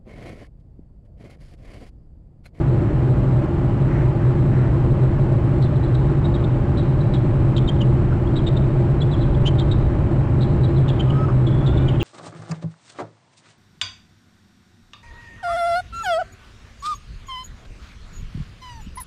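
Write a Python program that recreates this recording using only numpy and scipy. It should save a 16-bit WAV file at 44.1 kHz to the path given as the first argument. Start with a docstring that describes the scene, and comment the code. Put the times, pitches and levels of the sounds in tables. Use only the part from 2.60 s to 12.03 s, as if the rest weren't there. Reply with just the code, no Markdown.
"""Eagles chitter in tall trees above the sea: bursts of short, squeaky, raspy whistles, many breaking
to a lower voice, thrown back by near branches and the forest beyond. Far out on the water a boat engine
drones in a steady rumble. Wind thumps on the microphone, with a few rustles close by; near the end the
camera's pan motor whines and distant gulls mew. The outdoor microphone is overdriven by the rumble,
so the calls chop, crackle and distort, and it is sampled on an uneven clock."""
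import sys
import numpy as np
from scipy import signal
from scipy.fft import rfft, irfft
from scipy.io import wavfile
from scipy.ndimage import uniform_filter1d, map_coordinates

SR = 44100
rng = np.random.default_rng(int(sys.argv[2]) if len(sys.argv) > 2 else 0)


def output_pcm(signal):
    """Save a mono or channel-first signal as 16-bit PCM at the path in sys.argv[1].

    Samples are clipped to [-1, 1] before scaling.
    """
    pcm = np.clip(np.atleast_2d(signal).T, -1, 1) * 32767
    wavfile.write(sys.argv[1], SR, np.round(pcm).astype(np.int16))


N = 415863
TIME = np.arange(N) / SR


def eagles(rasp_hz=172, chop_hz=120, throat_top_hz=4100, ordinary_db=-31):
    """Up in the trees, whistles scoop, dip and break; gives the sound sent to microphone and forest."""
    # calls: t/s, length/s, upper voice f/Hz, level/dB before the throat filter, break/share of call,
    # roughness/0-1, lower voice's slide/(Hz per ms), dip/share of pitch, loudest moment/share of call
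    notes = [ (3.015, .058, 4000, -41.5, 0.7, 0.84, -19, 0, 0.09),
             (3.154, .02, 3960, -48, .5, .4, -26, .009, .45),
             (3.227, .045, 3980, -48, 0.65, 0.5, -12, 0, 0.28),
             (3.342, 0.018, 4000, -39, 0.84, 0.57, 0, 0.065, .6),
             (3.64, 0.03, 3790, -38.5, 1, 0.3, 0, 0, .5),
             (3.738, 0.032, 3820, -40.5, 0.68, .5, -10, 0, .45),
             (3.837, 0.019, 3710, -42, 0.95, .77, 0, 0.052, .5),
             (4.167, 0.058, 3910, -41, .82, 0.7, -19, 0.0014, 0.32),
             (4.403, .02, 3950, -43.5, 1, 0.53, 0, .01, .5),
             (4.534, 0.043, 3810, -40, 0.63, .8, -16, 0, 0.15),
             (4.961, 0.034, 3810, -31, 1, 0.63, -0.5, .16, 0.47),
             (5.073, 0.028, 3740, -28.5, 0.45, 0.4, 9, 0.021, 0.52),
             (5.205, 0.026, 3210, -31, 1, 0.15, 0, 0.11, 0.44),
             (5.669, 0.013, 3340, -44.5, 1, .1, 0, 0, .5), (5.755, 0.044, 3820, -36, 0.68, 0.6, -9, 0, .33),
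             (5.862, 0.031, 3770, -31.5, 1, 0.5, 0, 0.032, 0.43),
             (5.963, 0.019, 3730, -36, 0.83, 0.5, -0.5, 0.041, .55),
             (6.403, .034, 4020, -33, .35, 0.4, 4, 0.026, 0.41),
             (6.509, .045, 3860, -39.5, 0.5, 0.55, -25, 0.02, 0.46),
             (6.605, 0.04, 3890, -42.5, .67, 0.7, -25, 0, 0.38),
             (6.743, 0.016, 3450, -45.5, 1, .5, 0, 0.0052, .5),
             (6.852, 0.042, 3640, -24, .02, 0.67, 8.5, 0.015, 0.49),
             (6.979, 0.049, 3750, -35, 0.67, .8, -5, 0.014, 0.4),
             (7.111, 0.027, 3820, -31.5, 1, 0.4, 0, .02, .25),
             (7.804, .05, 3930, -38.5, .82, .6, -15.5, 0, .42),
             (8.03, .037, 3960, -39, 0.76, 0.43, -19, 0.016, .4),
             (8.156, .04, 3950, -44.5, 0.5, 0.45, -22, 0.00015, .45),
             (8.276, 0.033, 3780, -35, 1, 0.96, 0, .11, .58),
             (8.391, 0.025, 3257, -30, 1, 0.36, 0, 0.053, 0.58),
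             (8.497, 0.017, 3230, -36, .93, 0.4, -2, .077, .5),
             (8.864, .021, 3475, -36.5, 0.8, 0.4, 1, 0.032, .45),
             (9.058, 0.038, 3715, -34.5, 0.86, 0.39, 0, 0.073, 0.4),
             (9.168, .02, 3530, -35, 0.96, .33, 2, 0, 0.54), (9.28, .021, 3350, -32, 1, 0.2, 0, .145, 0.43),
             (9.398, 0.029, 3330, -30, 1, 0.45, 0, 0.17, 0.59)]
    direct, to_forest = np.zeros(N), np.zeros(N)
    warble, flutter = drift(2 * rasp_hz), drift(rasp_hz)
    grit = from_db(-5.5) * (band_noise(100, 750) + 1j * band_noise(100, 750))
    # the calls are chopped as engine hum overloads the microphone
    overload_chop = np.sin(phase_of(chop_hz * (1 + .25 * warble)))
    shake_db = 2.5 * flutter + 3.5 * overload_chop
    for start, length, hz, level_db, breaks_at, upper_roughness, slide, dip, loudest_at in notes:
        at, progress = during(start, length)
        since_break = (progress - breaks_at) * length
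        broken = .5 + .5 * np.tanh(since_break / .0004)   # abrupt flip: 0 upper voice, 1 lower
        roughness = upper_roughness * .43 ** broken   # the lower voice is cleaner
        scoop = .12 * np.exp(-progress * length / .0025)
        sag = .017 * (progress - .5)
        pitch_dip = dip * np.exp(-((progress - .58) / .26) ** 2)
        upper_hz = hz * (1 - scoop - sag - pitch_dip)
        # the lower voice slides and arches about its own middle
        from_middle_ms = 1000 * length * (progress - (1 + breaks_at) / 2)
        lower_hz = .855 * hz + slide * from_middle_ms - .5 * from_middle_ms ** 2
        pitch = (upper_hz + broken * (lower_hz - upper_hz)) * (1 + .048 * roughness * warble[at])
        whistle = np.exp(1j * phase_of(pitch))
        edges = np.minimum(progress / .13, (1 - progress) / .16).clip(0, 1)
        catch_db = 10 * np.exp(-(since_break / .002) ** 2)   # the voice catches on the flip
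        voice_db = 3.5 * broken - catch_db - 17.5 * np.abs(progress - loudest_at)
        envelope = rms_one(np.sin(np.pi / 2 * edges) ** 2 * from_db(voice_db + roughness * shake_db[at]))
        call = envelope * np.imag(whistle * (1 + roughness * grit[at]))
        direct[at] += from_db(level_db) * call
        # a bird facing the microphone is louder, its echo only slightly so
        to_forest[at] += from_db(ordinary_db + .25 * (level_db - ordinary_db)) * call
    return butterworth([direct, to_forest], throat_top_hz, order=10)


def call_distortion(calls, low_below_hz=3000, overload_db=-28.5):
    """Loud, low calls distort in the overloaded microphone, adding a harsh octave and a noisy spray."""
    low_calls = butterworth(calls, low_below_hz, order=8)
    power = uniform_filter1d(low_calls ** 2, size=64)
    drive = 1 + power / from_db(overload_db) ** 2
    octave = from_db(.5) * butterworth(drive * calls ** 2, 6200, order=4, kind="high")
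    spray = from_db(3) * power * band_noise(5200, 7600)
    return octave + spray


def overload_crackles(half_length_s=.0015):
    """Brief, bright crackles of microphone overload during a few calls."""
    # crackles: t/s, level/dB
    crackles = [(3.025, -47), (4.183, -52), (4.542, -47), (4.980, -46), (6.875, -43), (6.999, -48)]
    envelope = sum(swell(centre, half_length_s, level_db) for centre, level_db in crackles)
    return envelope * band_noise(3760, 5570)


def ringing(start_s=8.88, length_s=.24, hz=3410, level_db=-54):
    """A thin tone lingers after one call and wavers in level."""
    out = np.zeros(N)
    at, progress = during(start_s, length_s)
    envelope = fade_ends(progress, length_s, edge_s=.02) * from_db(level_db + 3.5 * drift(25)[at])
    out[at] = np.sqrt(2) * envelope * np.sin(2 * np.pi * hz * TIME[at])
    return out


def tree_echoes(calls, to_forest, blur_hz=150):
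    """Near branches answer at once; the forest beyond gives a long, diffuse echo, blurred in pitch."""
    # strength of the far echo: t/s, gain/dB
    echo_gain = [(3.0, -16.5), (7.2, -14.5), (7.8, -18.5), (8.15, -16.5), (8.6, -6), (9.4, -9.5)]
    near = from_db(-13.5) * scatter(calls, echoes_per_s=2700, t60_s=.054)
    diffuse = to_forest * drift(blur_hz) * from_db(np.interp(TIME, *np.transpose(echo_gain)))
    return near + scatter(diffuse, echoes_per_s=770, t60_s=1)


def scatter(x, echoes_per_s, t60_s):
    """Trunks and branches throw back a thin, dying spray of echoes."""
    t = TIME[:SR]
    echoes = rng.standard_normal(SR) * (rng.random(SR) < echoes_per_s / SR)
    spray = echoes * (t > .004) * from_db(-60 * t / t60_s)
    return signal.fftconvolve(x, rms_one(spray) / np.sqrt(SR))[:N]


def boat_engine(waver_db=2.5, wander_hz=.693):
    """Low engine lines fade and wander on their way over the water; the strong hum swells as one."""
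    # engine lines: f/Hz, rms level/dB before swell and waver
    lines = [(40.5, -32.5), (58.5, -32), (64, -34), (83, -35.5), (120.5, -28.5), (125.5, -25), (129, -25),
             (136, -25.5), (146.5, -25.5), (193, -34.5), (211, -37.5), (257.6, -37), (276, -42.5),
             (322, -42.5), (340, -35.5), (359, -41.5), (404, -47)]
    # swell and ebb of the hum: t/s, gain/dB
    hum_swell = [(0, -1.5), (1.1, -2.5), (1.75, 3.5), (2.1, 1), (2.4, 2.5), (3.1, -1), (3.5, 3), (3.8, -3),
                 (4.6, -3), (5.2, 2.5), (5.95, -4.5), (6.3, 4.5), (6.6, -4.5), (7.0, 2.5), (7.5, -5),
                 (7.8, 0), (8.55, 3.5), (9.4, -5.5)]
    out, swell_db = np.zeros(N), np.interp(TIME, *np.transpose(hum_swell))
    for hz, level_db in lines:
        phase = 2 * np.pi * rng.random() + phase_of(hz + wander_hz * drift(1.5))
        in_hum = 115 < hz < 140
        envelope = from_db(level_db + in_hum * swell_db + waver_db * drift(1.92))
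        out += np.sqrt(2) * envelope * np.sin(phase)
    return out


def rumble(level_db=-19):
    """Wind, sea and exhaust merge into a bed of low noise, lifted at a few hollow resonances."""
    # spectrum of the bed: f/Hz, relative density/dB
    spectrum = [(10, -20), (25, -8), (50, -6.5), (75, -1), (110, 3), (170, -4), (240, -12), (300, -9),
                (470, -19), (720, -23), (1050, -23.5), (2000, -34.5), (3200, -43.5), (5000, -94.5)]
    # hollow resonances: f/Hz, width/Hz, lift/dB
    hollows = [(124.8, 25.3, 6), (348, 64, 9), (591, 78, 9.5), (818, 60, 6.5)]
    hz = np.maximum(np.arange(N // 2 + 1) * SR / N, 1)
    point_hz, point_db = np.transpose(spectrum)
    colour_db = np.interp(np.log(hz), np.log(point_hz), point_db)
    for centre, width, lift_db in hollows:
        colour_db += lift_db / (1 + (2 * (hz - centre) / width) ** 2)
    noise = irfft(rfft(rng.standard_normal(N)) * from_db(colour_db), N)
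    return from_db(level_db) * rms_one(noise)


def wind(breeze_db=-33):
    """A steady breeze and a few gusts thump right on the microphone, in the deep bass."""
    # gusts: centre t/s, half length/s, level/dB
    gusts = [(2.15, 0.48, -26.5), (5.2, 1.6, -24), (6.8, 0.22, -20), (7.24, .18, -17.5), (8.0, .35, -27),
             (9.2, 0.16, -22.5)]
    power = from_db(breeze_db) ** 2 + sum(swell(*gust) ** 2 for gust in gusts)
    return np.sqrt(power) * band_noise(21.4, 85)


def pan_motor(start_s=8.47, stop_s=8.66, first_hz=1232, full_hz=1297, knock_hz=1220):
    """The camera turns: its motor whines higher and louder as it speeds up, then halts with a knock."""
    whine, length = np.zeros(N), stop_s - start_s
    at, speed = during(start_s, length)
    pitch = (first_hz + (full_hz - first_hz) * speed) * (1 + .008 * drift(40)[at])
    envelope = fade_ends(speed, length, edge_s=.01) * from_db(np.interp(speed, [0, 1], [-42, -29.5]))
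    whine[at] = np.sqrt(2) * envelope * np.sin(phase_of(pitch))
    since_knock = TIME - stop_s - .022
    knock_envelope = (since_knock / .0055).clip(0, 1) * np.exp(-np.abs(since_knock) / .022)
    return whine + from_db(-29) * knock_envelope * band_noise(knock_hz / 1.11, knock_hz * 1.12)


def rustles():
    """Soft, brief swells of mid-range noise close to the microphone."""
    # rustles: centre t/s, half length/s, f/Hz, level/dB
    stirs = [(1.37, 0.11, 1750, -40.5), (1.66, 0.068, 1520, -41), (2.007, 0.1, 1600, -40),
             (5.522, 0.015, 1310, -34.5)]
    return sum(swell(centre, half_length, level_db) * band_noise(hz / 1.41, hz * 1.23, order=3)
               for centre, half_length, hz, level_db in stirs)


def gulls(climb_share=.66):
    """Far off, each mew climbs slowly, brightens and drops at its end."""
    # cries: t/s, length/s, top f/Hz, fundamental's starting level/dB, second harmonic's final level/dB
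    cries = [(9.012, .36, 1478, -42, -50.5), (9.129, 0.2, 1206, -52, -47)]
    out, judder = np.zeros(N), 1 + .0074 * drift(40)
    for start, length, top_hz, first_db, second_db in cries:
        at, progress = during(start, length)
        climb = .15 * (1 - progress / climb_share) ** 2
        drop = .19 * ((progress - climb_share) / (1 - climb_share)) ** 2
        below_top = np.where(progress < climb_share, climb, drop)
        phase = phase_of(top_hz * (1 - below_top) * judder[at])
        fundamental = from_db(first_db - 8 * progress) * np.sin(phase)
        second = from_db(second_db + 10 * (progress - 1)) * np.sin(2 * phase)
        out[at] += np.sqrt(2) * fade_ends(progress, length, edge_s=.02) * (fundamental + second)
    return out


def from_db(db):
    """Decibels to gain."""
    return 10 ** (np.asarray(db) / 20)


def rms_one(x):
    """Scale to unit rms."""
    return x / np.sqrt(np.mean(x ** 2) + 1e-20)


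def phase_of(hz):
    """Running phase in radians of a changing pitch."""
    return 2 * np.pi * np.cumsum(hz) / SR


def drift(rate):
    """Smooth random motion of unit rms that changes about rate times a second."""
    pole = np.exp(-20 * np.pi * rate / SR)   # runs at a tenth of the sample rate
    slow = signal.lfilter([1], [1, -2 * pole, pole * pole], rng.standard_normal(N // 10 + 8002))[8000:]
    return np.interp(np.arange(N) / 10, np.arange(len(slow)), rms_one(slow))


def butterworth(x, hz, order, kind="low"):
    """Filter with a flat passband."""
    return signal.sosfilt(signal.butter(order, hz, kind, fs=SR, output="sos"), x)


def band_noise(low_hz, high_hz, order=2):
    """Noise of unit rms between two edges."""
    return rms_one(butterworth(rng.standard_normal(N), [low_hz, high_hz], order, "band"))


def during(start, length):
    """The samples of an event and its progress from 0 to 1."""
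    at = np.flatnonzero((TIME >= start) & (TIME < start + length))
    return at, (TIME[at] - start) / length


def fade_ends(progress, length, edge_s):
    """Straight fades at both ends of an event."""
    return (np.minimum(progress, 1 - progress) * length / edge_s).clip(0, 1)


def swell(centre_s, half_length_s, peak_db):
    """A bell-shaped rise and fall in gain."""
    return from_db(peak_db) * np.exp(-((TIME - centre_s) / half_length_s) ** 2)


def scene():
    """One microphone among the trees: the eagles and their echoes over boat, wind and sea."""
    calls, to_forest = eagles()
    birds = calls + tree_echoes(calls, to_forest) + call_distortion(calls)
    background = boat_engine() + rumble() + wind() + gulls() + pan_motor() + rustles()
    return (birds + ringing() + overload_crackles() + background)[None]


def record(dry, trough=.27, ceiling=.3, clock_hz=48000):
    """The microphone input overloads; the uneven clock adds thin side tones over hiss; the top is cut."""
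    x = dry[0]
    x = x / (1 + (np.maximum(-x, 0) / trough) ** 7) ** (1 / 7)   # troughs bend softly
    x = butterworth(x, 3, order=1, kind="high")
    x = x / (1 + (np.maximum(x, 0) / ceiling) ** 24) ** (1 / 24)   # crests clip hard
    # each sample is pulled to the nearest tick of a faster clock, giving every tone high side tones
    tick_times = np.round(TIME * clock_hz) / clock_hz
    side_tones = map_coordinates(x, [tick_times * SR], order=3, mode="nearest") - x
    hiss = from_db(-64.5) * band_noise(1500, 5000)
    x = x + butterworth(side_tones + hiss, 8880, order=16)
    return butterworth(x, 10700, order=14)[None]


dry = scene()
out = record(dry)
output_pcm(out)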